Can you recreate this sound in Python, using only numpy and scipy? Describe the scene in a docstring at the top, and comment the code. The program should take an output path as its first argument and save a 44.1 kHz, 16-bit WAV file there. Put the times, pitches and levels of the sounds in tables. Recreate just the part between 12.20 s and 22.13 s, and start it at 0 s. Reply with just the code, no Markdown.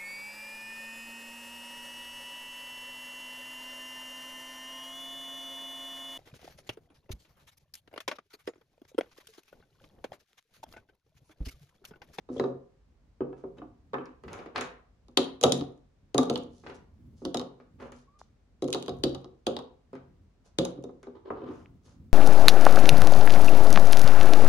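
"""Sugar-coated jelly cubes drop into a stone-like mortar: grain bursts crack and ring the bowl, thuds bend the table.
First the pestle is lifted out and laid on the table, chinking and clacking as damped modes; at the end it
is dragged off in coloured stick-slip clicks. Between drops, cubes scuff and slide on the table as
coloured grains. A small room adds a diffuse tail; hush and a low hand rumble are shaped noise."""
import sys
import numpy as np
from scipy import signal
from scipy.fft import rfft, irfft, next_fast_len
from scipy.io import wavfile
from scipy.ndimage import uniform_filter1d

SR = 44100
rng = np.random.default_rng(int(sys.argv[2]) if len(sys.argv) > 2 else 0)


def to_wav(s):
    """Save 16-bit WAV."""
    ch = np.atleast_2d(s).T  # columns
    pcm = np.round(np.clip(ch, -1, 1) * 32767)  # PCM
    wavfile.write(sys.argv[1], SR, pcm.astype(np.int16))


N = 437913
TIME = np.arange(N) / SR


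def from_db(db):
    """Decibels to gain."""
    return 10 ** (np.asarray(db) / 20)


def rms_one(x):
    """Scale to rms 1."""
    return x / np.sqrt(np.mean(x ** 2) + 1e-20)


def unit_blow(x):
    """Scale a blow to rms 1 over its first 20 ms, at each microphone."""
    return x / np.sqrt(np.mean(x[..., :SR // 50] ** 2, axis=-1, keepdims=True) + 1e-20)


def at_hz(points, hz):
    """Interpolate a table on a log-frequency axis."""
    table_hz, values = np.array(points).T[:2]
    return np.interp(np.log(np.maximum(hz, 1)), np.log(table_hz), values)


def coloured(x, spectrum):
    """Filter a signal by a spectrum table in dB."""
    size = next_fast_len(x.shape[-1])
    gain = from_db(at_hz(spectrum, np.fft.rfftfreq(size, 1 / SR)))
    return irfft(rfft(x, size) * gain, size)[..., :x.shape[-1]]


# Left-right likeness of diffuse sound. Each row: frequency in Hz, correlation from 0 to 1.
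LIKENESS = [(50, 0.84), (250, 0.97), (500, 0.19), (1000, 0.42), (2000, 0.062), (8000, 0.009)]


def diffuse(size):
    """Stereo noise from mid and side parts, weighted for the likeness at each frequency."""
    padded = next_fast_len(size)
    mid, side = rfft(rng.standard_normal((2, padded)))
    alike = at_hz(LIKENESS, np.fft.rfftfreq(padded, 1 / SR))
    spectrum = np.sqrt(1 + alike) * mid + np.sqrt(1 - alike) * side * [[1], [-1]]
    return irfft(spectrum, padded)[:, :size]


def add(out, s, sound):
    """Mix a sound in at a time in seconds."""
    start = round(s * SR)
    out[:, start:start + sound.shape[-1]] += sound[..., :N - start]


def opposite(pan_db):
    """Gain pair for a left-right level difference in dB."""
    return from_db(np.array([[pan_db], [-pan_db]]) / 2)


def soft_start(t, rise_s):
    """Gain of a yielding contact: it rises without a click."""
    return 1 - np.exp(-(t / rise_s) ** 2)


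def decay(t, t60):
    """Exponential decay by 60 dB in t60 seconds."""
    return np.exp(-np.log(1000) * t / t60)


def mode(hz, t60, size):
    """A dying sine."""
    t = TIME[:size]
    return decay(t, t60) * np.sin(2 * np.pi * hz * t)


def slow_chance(rate_hz):
    """Random wander with rms 1: noise through two one-pole low-passes."""
    r = np.exp(-2 * np.pi * rate_hz / SR)
    return rms_one(signal.lfilter([1], [1, -2 * r, r * r], rng.standard_normal(N)))


def strokes(rows):
    """Gain over time of hand strokes (start s, length s, dB): each swells smoothly and fades."""
    rise_share = 0.32
    gain = np.zeros(N)
    for start, length, db in rows:
        first, last = np.searchsorted(TIME, [start, start + length])
        progress = np.interp((TIME[first:last] - start) / length, [0, rise_share, 1], [0, 1, 0])
        gain[first:last] += from_db(db) * np.sin(np.pi / 2 * progress) ** 2
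    return gain


def grains(size, per_s, spread_db):
    """Random clicks of uneven size, partly alike at the two microphones."""
    born = rng.random(size) < per_s / SR
    heard = rng.standard_normal(size) + rng.standard_normal((2, size))
    return born * from_db(spread_db * np.minimum(rng.exponential(1, size), 4)) * heard


def crush(decay_s, per_s=14000, crumb_db=-17, crumb_s=0.0034):
    """A burst of breaking grains swells and dies away while a few more crumble."""
    t = TIME[:SR // 16]
    burst = grains(len(t), per_s, spread_db=6.5) * t / decay_s * np.exp(-t / decay_s)
    crumbs = grains(len(t), per_s=6000, spread_db=5.5) * np.exp(-t / crumb_s)
    return burst + from_db(crumb_db) * crumbs


def struck(force, modes, vary_db, detune=0.023):
    """A force rings a body; each mode gets a small random shift in pitch and strength, as contact points vary."""
    out = 0
    for k, (hz, db, t60, pan_db) in enumerate(modes):
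        stronger, higher = rng.standard_normal(2)
        tone = mode(hz * (1 + detune * higher), t60, size=2500)
        ring = unit_blow(signal.fftconvolve(force, tone[None], axes=1)[:, :force.shape[1]])
        out = out + (-1) ** k * from_db(db + vary_db * stronger) * opposite(pan_db) * ring
    return out / np.sqrt(np.mean(out[:, :SR // 50] ** 2))


# Room air. Each row: frequency in Hz, relative density in dB per Hz.
HUSH = [(12, -36.5), (25, -15), (50, -1.5), (100, -20.5), (280, -30), (420, -24.5), (840, -33),
        (1300, -36.5), (2000, -39.5), (3200, -44), (3900, -44.5), (4600, -45), (6300, -47.5), (9000, -55),
        (16000, -73)]
# Hand rumble. Each row: frequency in Hz, relative density in dB per Hz.
RUMBLE_COLOUR = [(10, -57.5), (24, -24), (45, -6), (75, 4), (140, -4), (250, -5.5), (500, -27.5),
                 (1000, -54)]
# Hands moving about. Each row: start in seconds, length in seconds, gain added to the resting rumble in dB.
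HAND_MOVES = [(1.2, 0.56, -61), (2.0, 0.33, -54), (3.1, 0.55, -66.5), (4.25, 0.88, -69),
              (4.65, 0.61, -58.5), (5.4, 0.54, -68), (6.55, 0.7, -52.5), (7.65, 0.64, -62),
              (9.05, 0.99, -58), (9.6, 0.54, -57.5)]


def background(hush_db=-65, resting_db=-67.5, lumpy_db=3.0):
    """Quiet room air, and a low lumpy rumble that swells while the hands move."""
    lumps_db = lumpy_db * rms_one(uniform_filter1d(rng.standard_normal(N), size=4000))
    rumble_gain = (from_db(resting_db) + strokes(HAND_MOVES)) * from_db(lumps_db)
    rumble = rumble_gain * rms_one(coloured(diffuse(N), RUMBLE_COLOUR))
    return from_db(hush_db) * rms_one(coloured(diffuse(N), HUSH)) + rumble


# Diffuse tail's colour. Each row: frequency in Hz, level in dB.
TAIL = [(100, -13.5), (260, 2), (420, -10), (700, 2.5), (1500, 0.5), (4000, -1), (8000, -3), (15000, -13.5)]
# Diffuse tail's decay. Each row: frequency in Hz, t60 in seconds.
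TAIL_T60 = [(100, 0.63), (700, 0.47), (1800, 0.39), (4000, 0.33), (7000, 0.23), (14000, 0.3)]


def room(x, build_s=0.0027):
    """A diffuse tail builds up quickly; each band of noise decays at its own rate."""
    t = TIME[:SR * 2 // 3]
    hz = np.fft.rfftfreq(len(t), 1 / SR)
    noise = rfft(diffuse(len(t))) * from_db(at_hz(TAIL, hz))
    edges_hz, tail = np.geomspace(60, 18000, 17), 0
    for low, high in zip(edges_hz, edges_hz[1:]):
        band = irfft(noise * (hz >= low) * (hz < high), len(t))
        t60 = at_hz(TAIL_T60, np.sqrt(low * high))
        tail = tail + band * decay(t, t60) * np.sqrt(np.log(1000) / (t60 * SR))
    return signal.fftconvolve(x, tail * soft_start(t, build_s), axes=1)[:, :N]


# Short dry ticks and cracks. Each row: time in seconds, level in dB, pitch in Hz, t60 in seconds.
TICKS = [(.197, -47.5, 1960, 0.011), (1.857, -67, 5200, 0.0023), (6.0149, -52, 854, 0.0047),
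         (9.459, -63, 2340, 0.0022)]


def dry_ticks():
    """Tiny close ticks: softly started sines with almost no ring."""
    out = np.zeros((2, N))
    for s, level_db, hz, t60 in TICKS:
        tick = mode(hz, t60, size=1000) * soft_start(TIME[:1000], rise_s=0.00052)
        add(out, s, from_db(level_db) * unit_blow(tick))
    return out


# Thin squeak while the fingers gather candies. Each row: time in seconds, pitch in Hz, level in dB.
SQUEAK = [(5.864, 1084, -89), (5.885, 1097, -60.5), (5.915, 1155, -75.5), (5.943, 1180, -68),
          (5.975, 1198, -68), (6.005, 1167, -89)]


def squeak(waver=.008, octave_db=-26):
    """A nearly pure, unsteady tone with a weak octave; it rises, then eases down at its end."""
    s, hz, db = np.transpose(SQUEAK)
    wavering_hz = np.interp(TIME, s, hz) * (1 + waver * slow_chance(rate_hz=34))
    phase = 2 * np.pi * np.cumsum(wavering_hz) / SR
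    gain = from_db(np.interp(TIME, s, db, left=-np.inf, right=-np.inf))
    tone = np.sin(phase) + from_db(octave_db) * np.sin(2 * phase)
    return gain * np.sqrt(2) * tone * np.ones((2, 1))


# Rolling or dragged pestle. Each row: start in seconds, length in seconds, level in dB.
RATTLES = [(1.003, 0.064, -60), (1.735, 0.13, -48.5), (9.08, .15, -57), (9.2, 0.21, -58)]
# Rattle. Each row: frequency in Hz, relative density in dB per Hz.
RATTLE_COLOUR = [(600, -16), (1150, 16), (1700, 0), (2300, -6.5), (2650, -3), (3100, -16), (3600, -23),
                 (8000, -42.5)]


def pestle_rattle(per_s=1200):
    """The stone chatters on the table top in quick, uneven touches."""
    return strokes(RATTLES) * rms_one(coloured(grains(N, per_s, spread_db=3.0), RATTLE_COLOUR))


# Pulls on the pestle's heavy end. Each row: start in seconds, length in seconds, level in dB.
PULLS = [(8.94, 0.056, -49), (9.04, 0.082, -47), (9.11, 0.24, -47.5), (9.25, 0.15, -46.5)]
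# Dull rubbing. Each row: frequency in Hz, relative density in dB per Hz.
DRAG_COLOUR = [(120, -31), (250, 0), (380, 17), (500, 7), (650, -4), (1150, -1.5), (1500, -12.5),
               (2500, -25), (2850, -23), (3060, -16.5), (3300, -23), (4000, -23), (9000, -55)]


def pestle_drag(per_s=3000, judder_db=4, judder_hz=45):
    """The heavy end sticks and slips over the table in uneven clumps."""
    judder = from_db(judder_db * np.clip(slow_chance(judder_hz), -2, 2))
    slips = grains(N, per_s, spread_db=0.5) * judder
    return strokes(PULLS) * rms_one(coloured(slips, DRAG_COLOUR))


# Pestle bumps on mortar and table. Each row: time in seconds, thud in dB, knock in dB, clack in dB,
# bowl chink in dB, shaft ring in dB, thud pitch in Hz.
PESTLE = [(0.089, -44.5, -52, -89, -74.5, -89, 398), (0.101, -35, -66, -90, -77, -86, 270),
          (0.163, -37, -56.5, -81, -71, -93, 415), (.197, -25, -36.5, -52.5, -46.5, -77, 382),
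          (.239, -27.5, -39.5, -61, -57.5, -83, 383), (.261, -41, -62, -74, -76, -84, 343),
          (1.006, -28, -43, -71, -83, -66, 342), (1.128, -48.5, -53, -65.5, -90, -84, 368),
          (1.238, -37, -51.5, -87, -93, -94, 384), (1.383, -48, -66, -77, -70, -65.5, 298),
          (1.418, -43.5, -48, -82, -95, -82, 296), (1.733, -34, -38, -58, -59.5, -75, 440),
          (1.742, -38, -34.5, -41, -64, -61, 397), (1.785, -41, -52.5, -56, -85, -60, 317),
          (8.692, -47, -57.5, -103, -81, -103, 357), (8.869, -41.5, -54.5, -83, -73, -90, 375),
          (9.104, -35, -35.5, -72, -86, -66, 421), (9.219, -40.5, -65, -83, -81, -69, 370),
          (9.287, -38, -58, -77, -77, -70, 333)]
# Pestle's clack modes. Each row: frequency in Hz, relative level in dB, t60 in seconds, left-right in dB.
CLACK = [(1550, 12, 0.021, -1), (1720, 15.5, 0.12, -10), (2100, 9, 0.003, 3), (2390, -7, 0.024, 22.5),
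         (2630, -2, 0.24, -18.5), (3350, -19.5, .015, -41.5)]
# Shaft's longer modes. Each row: frequency in Hz, relative level in dB, t60 in seconds, left-right in dB.
SHAFT = [(1600, -1, 0.068, 3.5), (1850, -5, .05, 2), (2150, -6, .04, -1), (2600, 0.5, 0.089, -3.5),
         (3060, 2, .05, -2.5)]


def pestle_clacks():
    """The hard pestle chatters for a moment on whatever it meets, and its shaft rings on."""
    out = np.zeros((2, N))
    for s, thud_db, knock_db, clack_db, chink_db, shaft_db, thud_hz in PESTLE:
        force = crush(decay_s=0.00007, crumb_db=-14.5)
        clack = from_db(clack_db) * struck(force, CLACK, vary_db=2.0)
        shaft = from_db(shaft_db) * struck(force, SHAFT, vary_db=0.5, detune=.004)
        add(out, s - .0005, clack + shaft)
    return out


# Bowl's short ring. Each row: frequency in Hz, relative level in dB, t60 in seconds, left-right in dB.
BOWL = [(1944, -10, 0.0098, -4.5), (3300, 0.5, 0.0035, 2), (3287, -7, 0.015, -1), (3815, 6, 0.033, -1),
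        (5010, -1.5, .006, -0.5), (6350, -8.5, 0.0048, 2)]
# Pestle rubbing the bowl's inside as it is lifted: start in seconds, length in seconds, level in dB.
GRAZE = (0.16, 0.054, -53)
# Rubbing on the bowl wall. Each row: frequency in Hz, relative density in dB per Hz.
GRAZE_COLOUR = [(1300, -22.5), (2400, -15), (2900, -7), (3300, 6), (3800, -7.5), (4500, -17), (7000, -16),
                (12000, -44.5)]


def pestle_chinks():
    """The pestle's touches ring the bowl's modes; grains make its scrape along the wall on the way out."""
    out = strokes([GRAZE]) * rms_one(coloured(grains(N, per_s=1900, spread_db=3.5), GRAZE_COLOUR))
    for s, thud_db, knock_db, clack_db, chink_db, *rest in PESTLE:
        add(out, s, from_db(chink_db) * struck(crush(decay_s=0.00035), BOWL, vary_db=2))
    return out


# Fingers slide candies or pestle. Each row: start in seconds, length in seconds, friction in dB, rustle in dB.
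SLIDES = [(0.075, 0.27, -62, -68), (1.157, 0.081, -64, -80.5), (1.362, 0.051, -57, -79),
          (2.059, 0.25, -46, -73), (2.341, 0.085, -38, -66), (4.275, 0.26, -97, -72.5),
          (4.448, 0.12, -52, -72.5), (4.537, 0.048, -74, -66), (4.944, 0.16, -81.5, -73),
          (5.579, 0.14, -48.5, -71.5), (5.726, 0.14, -83, -72), (5.983, 0.04, -66, -63.5),
          (8.236, 0.074, -66.5, -72), (9.094, 0.074, -66, -84), (9.242, 0.27, -58.5, -74.5),
          (9.617, 0.18, -65.5, -70.5)]
# Sliding friction. Each row: frequency in Hz, relative density in dB per Hz.
FRICTION = [(100, -2), (250, -5.5), (420, 8), (700, -1.5), (1200, -3), (2000, -13), (3000, -16.5),
            (6000, -48.5)]
# Rustling sugar. Each row: frequency in Hz, relative density in dB per Hz.
RUSTLE = [(1200, -33), (3000, -3.5), (4000, 0), (6300, 3), (8500, -9.5), (10500, -6.5), (15000, -48.5)]


def sliding():
    """Dense small slips on the table top, and sugar crystals rubbing between the fingers."""
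    start, length, friction_db, rustle_db = np.transpose(SLIDES)
    friction = rms_one(coloured(grains(N, per_s=1600, spread_db=1.5), FRICTION))
    rustle = rms_one(coloured(grains(N, per_s=2300, spread_db=2.0), RUSTLE))
    friction_gain = strokes(zip(start, length, friction_db))
    rustle_gain = strokes(zip(start, length, rustle_db))
    return friction_gain * friction + rustle_gain * rustle


# Candies tip and scuff under the fingers. Each row: time in seconds, thud in dB, rasp in dB, sugar crunch in dB.
SCUFFS = [(1.857, -66, -60, -75), (2.037, -47.5, -60.5, -75), (2.08, -51, -53, -78),
          (2.132, -52, -52.5, -54.5), (2.189, -48, -55, -79), (2.26, -45.5, -58, -77),
          (2.359, -42.5, -34, -70), (2.38, -39.5, -40, -57), (2.411, -43, -40.5, -45.5),
          (4.437, -53.5, -63, -86), (4.464, -47.5, -50, -88), (4.496, -47, -54.5, -76),
          (5.401, -56, -67, -95), (5.601, -53, -60.5, -92), (5.623, -43, -60, -77),
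          (5.721, -51.5, -60, -65), (7.731, -41, -62, -79), (7.753, -52, -60, -76),
          (8.831, -52.5, -62.5, -67.5)]
# Grit on the table. Each row: frequency in Hz, relative density in dB per Hz.
RASP = [(600, -16.5), (1300, 9.5), (2400, 3.5), (3300, -4.5), (5000, -8.5), (7000, -22.5), (14000, -57)]
# Crack of the sugar crust. Each row: frequency in Hz, relative density in dB per Hz.
SUGAR = [(500, -18), (1500, -22.5), (3000, 4), (5000, -2.5), (6800, 6.5), (8400, -11), (9400, 0),
         (10800, -4), (12000, -23), (13500, -13.5), (16000, -32)]


def candies_on_table():
    """A cube tips over and its crust grinds briefly on the table top."""
    out = np.zeros((2, N))
    for s, thud_db, rasp_db, crunch_db in SCUFFS:
        add(out, s - .001, from_db(rasp_db) * unit_blow(coloured(crush(decay_s=0.00412), RASP)))
        add(out, s - .001, from_db(crunch_db) * unit_blow(coloured(crush(decay_s=0.00051), SUGAR)))
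    return out


# Table top's crowded, well damped higher modes. Each row: frequency in Hz, relative level in dB.
BOARD = [(250, -27.5), (480, -7), (630, -5), (740, 8), (950, -1), (1170, 4), (1400, -8), (1700, -20),
         (2400, -24.5), (3500, -37.5), (8000, -63)]


def knocks(rows, t60):
    """The harder part of a contact sets the table's crowded higher modes ringing briefly."""
    out, t = np.zeros((2, N)), TIME[:SR // 12]
    shape = soft_start(t, rise_s=0.00039) * decay(t, t60)
    for s, thud_db, knock_db, *rest in rows:
        add(out, s, from_db(knock_db) * unit_blow(coloured(diffuse(len(t)), BOARD) * shape))
    return out


def right_later(x, lag_s):
    """The sound reaches the right microphone a little after the left."""
    return np.array([x[0], np.interp(TIME - lag_s, TIME, x[1])])


def scattered(blow, tail_db=-4, t60=0.43):
    """Each spot of the table radiates into the room differently, so every thud has a blurred tail of its own."""
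    t = TIME[:blow.shape[1]]
    paths = diffuse(len(t)) * soft_start(t, rise_s=0.0068) * decay(t, t60)
    tail = signal.fftconvolve(blow, paths, axes=1)[:, :len(t)]
    return blow + from_db(tail_db) * blow.std() * rms_one(tail)


# Low standing waves of table and room. Each row: frequency in Hz, relative level in dB, t60 in seconds.
BOOM = [(87.65, -18, 0.21), (135, -14, 0.4), (180, -18, 0.39), (246.5, -4.5, 0.2), (271.1, -3.5, 0.13),
        (309.5, -4.5, 0.083), (352.4, -12, 0.13), (372.1, -8, 0.16), (421, -21.5, 0.39),
        (469.8, -16.5, 0.25), (499.6, -13.5, 0.28), (539, -9, 0.17), (599, -21.5, 0.2), (678.7, -21, 0.17),
        (718.9, -11.5, 0.11), (805, -25.5, 0.049)]
# Bending waves travel faster when higher: a thud falls to its pitch, which differs from blow to blow.
THUD_FALL_OCTAVES, THUD_FALL_S, THUD_VARY_OCTAVES = 0.75, 0.0016, 0.04
BEND_DB = 4.5  # on the scale of the standing waves
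WALL_ECHO_S, WALL_ECHO_DB = .0128, -3.5


def thuds(rows, bend_t60, vary_db=3, right_lag_s=.00005, detune=0.013, off_pitch_db=4):
    """Each blow (s, dB, Hz) bends the table top at its own pitch and stirs most the standing waves near it."""
    out, t = np.zeros((2, N)), TIME[:SR // 2]
    hz, level_db, t60 = np.transpose(BOOM)[..., None]
    wave_gain = from_db(level_db) * decay(t, t60) * soft_start(t, rise_s=0.0087)
    bend_gain = from_db(BEND_DB) * decay(t, bend_t60) * soft_start(t, rise_s=.0016)
    fall = np.cumsum(2 ** (THUD_FALL_OCTAVES * np.exp(-t / THUD_FALL_S))) / SR
    for s, thud_db, thud_hz in rows:
        bend_hz = thud_hz * 2 ** (THUD_VARY_OCTAVES * rng.uniform(-1, 1))
        bend = bend_gain * np.sin(2 * np.pi * bend_hz * fall)
        bend = bend + from_db(WALL_ECHO_DB) * np.interp(t - WALL_ECHO_S, t, bend)
        turns = hz * (1 + detune * rng.standard_normal(hz.shape)) * t + rng.random(hz.shape)
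        waves = wave_gain * np.sin((2 * np.pi * turns).astype(np.float32))
        chance = rng.standard_normal(len(BOOM)) + .5 * rng.standard_normal((2, len(BOOM)))
        octaves_off = np.abs(np.log2(hz[:, 0] / thud_hz))
        strengths = from_db(vary_db * chance - off_pitch_db * octaves_off)
        add(out, s, scattered(from_db(thud_db) * unit_blow(bend + strengths @ waves)))
    return right_later(out, right_lag_s)


def near_echoes(x, first_db=-16, second_db=-17):
    """Sound leaving the bowl comes back from the hands and the table within a few milliseconds."""
    out = x.copy()
    add(out, .0024, from_db(first_db) * x[::-1])  # sides swapped
    add(out, .0075, from_db(second_db) * x)
    return out


# Candies land or bounce in the mortar. Each row: time in seconds, thud in dB, knock in dB, bowl chink in dB,
# sugar crunch in dB, chink pitch in Hz, left-right in dB, bowl ring against the chink in dB, thud pitch in Hz.
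DROPS = [(2.884, -56.5, -65.5, -69, -76, 3562, 0.5, -8, 349),
         (2.974, -24, -28.5, -18.5, -29, 3210, 0, -12.5, 331),
         (3.213, -40, -51, -49, -43, 4020, 0, -5.5, 440),
         (3.23, -31.5, -47.5, -47.5, -41, 3700, -0.5, 1.5, 473),
         (3.238, -17.5, -23, -24.5, -27.5, 3550, 1.5, -1.5, 465),
         (3.265, -47.5, -49, -46.5, -50, 3550, 1.5, -4.5, 400),
         (3.322, -31, -45, -28.5, -30, 3440, 0.5, -3.5, 315),
         (3.346, -35.5, -60, -49, -57, 3550, 1.5, -5.5, 314),
         (3.397, -54.5, -61, -58, -62, 3600, 2, -3, 326), (3.411, -31.5, -47, -48, -76, 3230, -5, -10, 273),
         (3.946, -24.5, -35.5, -43, -45.5, 3000, 5, -10.5, 406),
         (3.981, -21, -26, -32.5, -32.5, 3580, 1, 1.5, 397),
         (4.032, -54, -40, -49.5, -50, 3820, -1.5, -16.5, 310),
         (4.099, -24.5, -37, -37.5, -44, 3630, 1, -31, 425),
         (4.143, -56, -60, -69, -67, 3680, -3, -17, 330),
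         (4.158, -51, -41.5, -37, -80, 3050, -4, -9.5, 295),
         (4.177, -40.5, -69, -53, -54.5, 3150, 1, -11, 290),
         (5.018, -41.5, -59, -85, -91, 3840, 1, -6, 383), (5.052, -31.5, -45, -41, -51, 3720, -1, -8, 298),
         (5.145, -31.5, -34.5, -39, -44, 3820, -0.5, -0.5, 407),
         (5.172, -40, -60, -43, -45.5, 3670, 1, 3, 283), (5.196, -42, -43.5, -43, -56.5, 3780, -1, -8, 328),
         (5.215, -41, -49, -54, -63, 3670, 3, 1.5, 420), (6.423, -27.5, -48, -60, -53, 4100, 2, 13, 340),
         (6.443, -33, -54, -55, -58, 3400, 0, -7, 268), (6.484, -33, -49.5, -52, -61, 3200, -0.5, -9, 404),
         (6.529, -42, -57, -34.5, -37.5, 3230, -0.5, -12, 360),
         (6.537, -44.5, -50.5, -49, -49, 3740, 0.5, 13, 370),
         (6.547, -31.5, -36.5, -39.5, -49, 3460, 1, -33, 378),
         (6.626, -49, -80, -51, -51.5, 3320, -1, -27, 290), (6.662, -63, -71, -59, -59, 3700, 0, 1, 320),
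         (6.682, -32.5, -41.5, -44, -58, 3660, 0, -7, 397), (6.694, -65, -67, -50, -60, 3720, 3, 2, 330),
         (6.838, -24, -39, -28, -42, 4480, 2, -13, 342),
         (6.948, -46.5, -47.5, -47, -58, 3910, 0, -2.5, 435),
         (7.045, -47.5, -55, -60.5, -89, 3860, -1, -1, 310),
         (7.268, -27, -35.5, -35, -42.5, 3350, 0, -7.5, 373),
         (7.367, -41, -43.5, -39.5, -74, 3660, -1, -7, 430),
         (7.39, -46.5, -45, -52, -64, 3480, -2, -7, 500),
         (8.387, -23.5, -38.5, -30, -40, 3590, 0, -11, 317),
         (8.451, -42.5, -42.5, -46, -43, 4160, -1.5, 0, 270),
         (8.576, -41, -63, -77.5, -91, 3630, -1, -6, 292), (8.64, -39.5, -57, -62, -63, 3420, 1, 0, 401)]


def loose_sugar(level_db=-36, decay_s=.06, per_s=170):
    """Each landing shakes off crystals that skitter about the bowl for a moment."""
    shaken = np.zeros(N)
    for s, thud_db, *rest in DROPS:
        shaken[round(s * SR)] = from_db(thud_db + level_db)
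    unrest = signal.lfilter([1], [1, -np.exp(-1 / (decay_s * SR))], shaken)
    return unrest * rms_one(coloured(grains(N, per_s, spread_db=7.5), SUGAR))


CRACK_LEAD_S = .003  # the first grains give way this long before the main crack


def crack(decay_s, even=0.51, apart=0.83):
    """A close crush with a partly flattened spectrum, only partly alike at the two microphones."""
    common, own = np.roll(crush(decay_s), round(CRACK_LEAD_S * SR), axis=1)
    spectrum = rfft(common + apart * own * np.array([[1], [-1]]))
    return irfft(spectrum / (np.abs(spectrum) + 1e-9) ** even)


# Bowl's many weak, damped modes between the strong ones. Each row: frequency in Hz, relative density in dB per Hz.
CLATTER = [(600, -29.5), (1300, -17), (2300, -15.5), (3100, -0.5), (4700, -1.5), (5600, -17.5),
           (7500, -21.5), (14000, -35)]


def candies_in_bowl(clatter_db=-4, main_db=-5, main_t60=0.006):
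    """The sugar crust cracks for a millisecond or two and rings the bowl; the spot it hits sets the main pitch."""
    out = np.zeros((2, N))
    for s, thud_db, knock_db, chink_db, crunch_db, main_hz, pan_db, ring_db, thud_hz in DROPS:
        force = crack(decay_s=0.00026)
        ring = from_db(ring_db) * struck(force, BOWL, vary_db=1.5, detune=0.018)
        main = signal.lfilter(mode(main_hz, main_t60, size=600), [1], force)
        clatter = coloured(crack(decay_s=0.00032), CLATTER)
        chink = ring + from_db(main_db) * unit_blow(main) + from_db(clatter_db) * unit_blow(clatter)
        crunch = unit_blow(coloured(crack(decay_s=0.00053), SUGAR))
        both = from_db(chink_db) * chink + from_db(crunch_db) * crunch
        add(out, s - CRACK_LEAD_S - .0008, opposite(pan_db) * both)
    return out


def scene(bowl_right_lag_s=.0005, scuff_thud_hz=388, scuff_knock_rise_db=-2):
    """The bowl points at the microphones, nearer the left, and sounds dry; the table radiates into the room."""
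    # a scuff's knock lies midway between its thud and its rasp, shifted by scuff_knock_rise_db
    scuff_knocks = [(s, thud_db, (thud_db + rasp_db) / 2 + scuff_knock_rise_db)
                    for s, thud_db, rasp_db, crunch_db in SCUFFS]
    in_bowl = candies_in_bowl() + loose_sugar() + pestle_chinks()
    bowl = near_echoes(right_later(in_bowl, bowl_right_lag_s))
    low = (thuds([(s, db, hz) for s, db, *rest, hz in DROPS], bend_t60=0.03)
           + thuds([(s, db, hz) for s, db, *rest, hz in PESTLE], bend_t60=0.046)
           + thuds([(s, db, scuff_thud_hz) for s, db, *rest in SCUFFS], bend_t60=0.033))
    board = knocks([*DROPS, *PESTLE], t60=0.079) + pestle_clacks() + squeak()
    table = knocks(scuff_knocks, t60=0.01344) + candies_on_table() + sliding()
    table = table + pestle_drag() + pestle_rattle()
    room_send = from_db(-8.0) * bowl + from_db(-6.0) * board + table
    return bowl + low + board + table + dry_ticks() + room(room_send) + background()


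def record(dry, bass_cut_hz=36, cutoff_hz=16300):
    """The microphones lose the deepest bass and the top is cut steeply; the loudest peaks are softly rounded so
    they never clip."""
    heard = signal.sosfilt(signal.butter(2, bass_cut_hz, "high", fs=SR, output="sos"), dry)
    rounded = .85 * np.tanh(heard / .85)
    return signal.sosfilt(signal.ellip(10, .1, 80, cutoff_hz, fs=SR, output="sos"), rounded)


dry = scene()
out = record(dry)
to_wav(out)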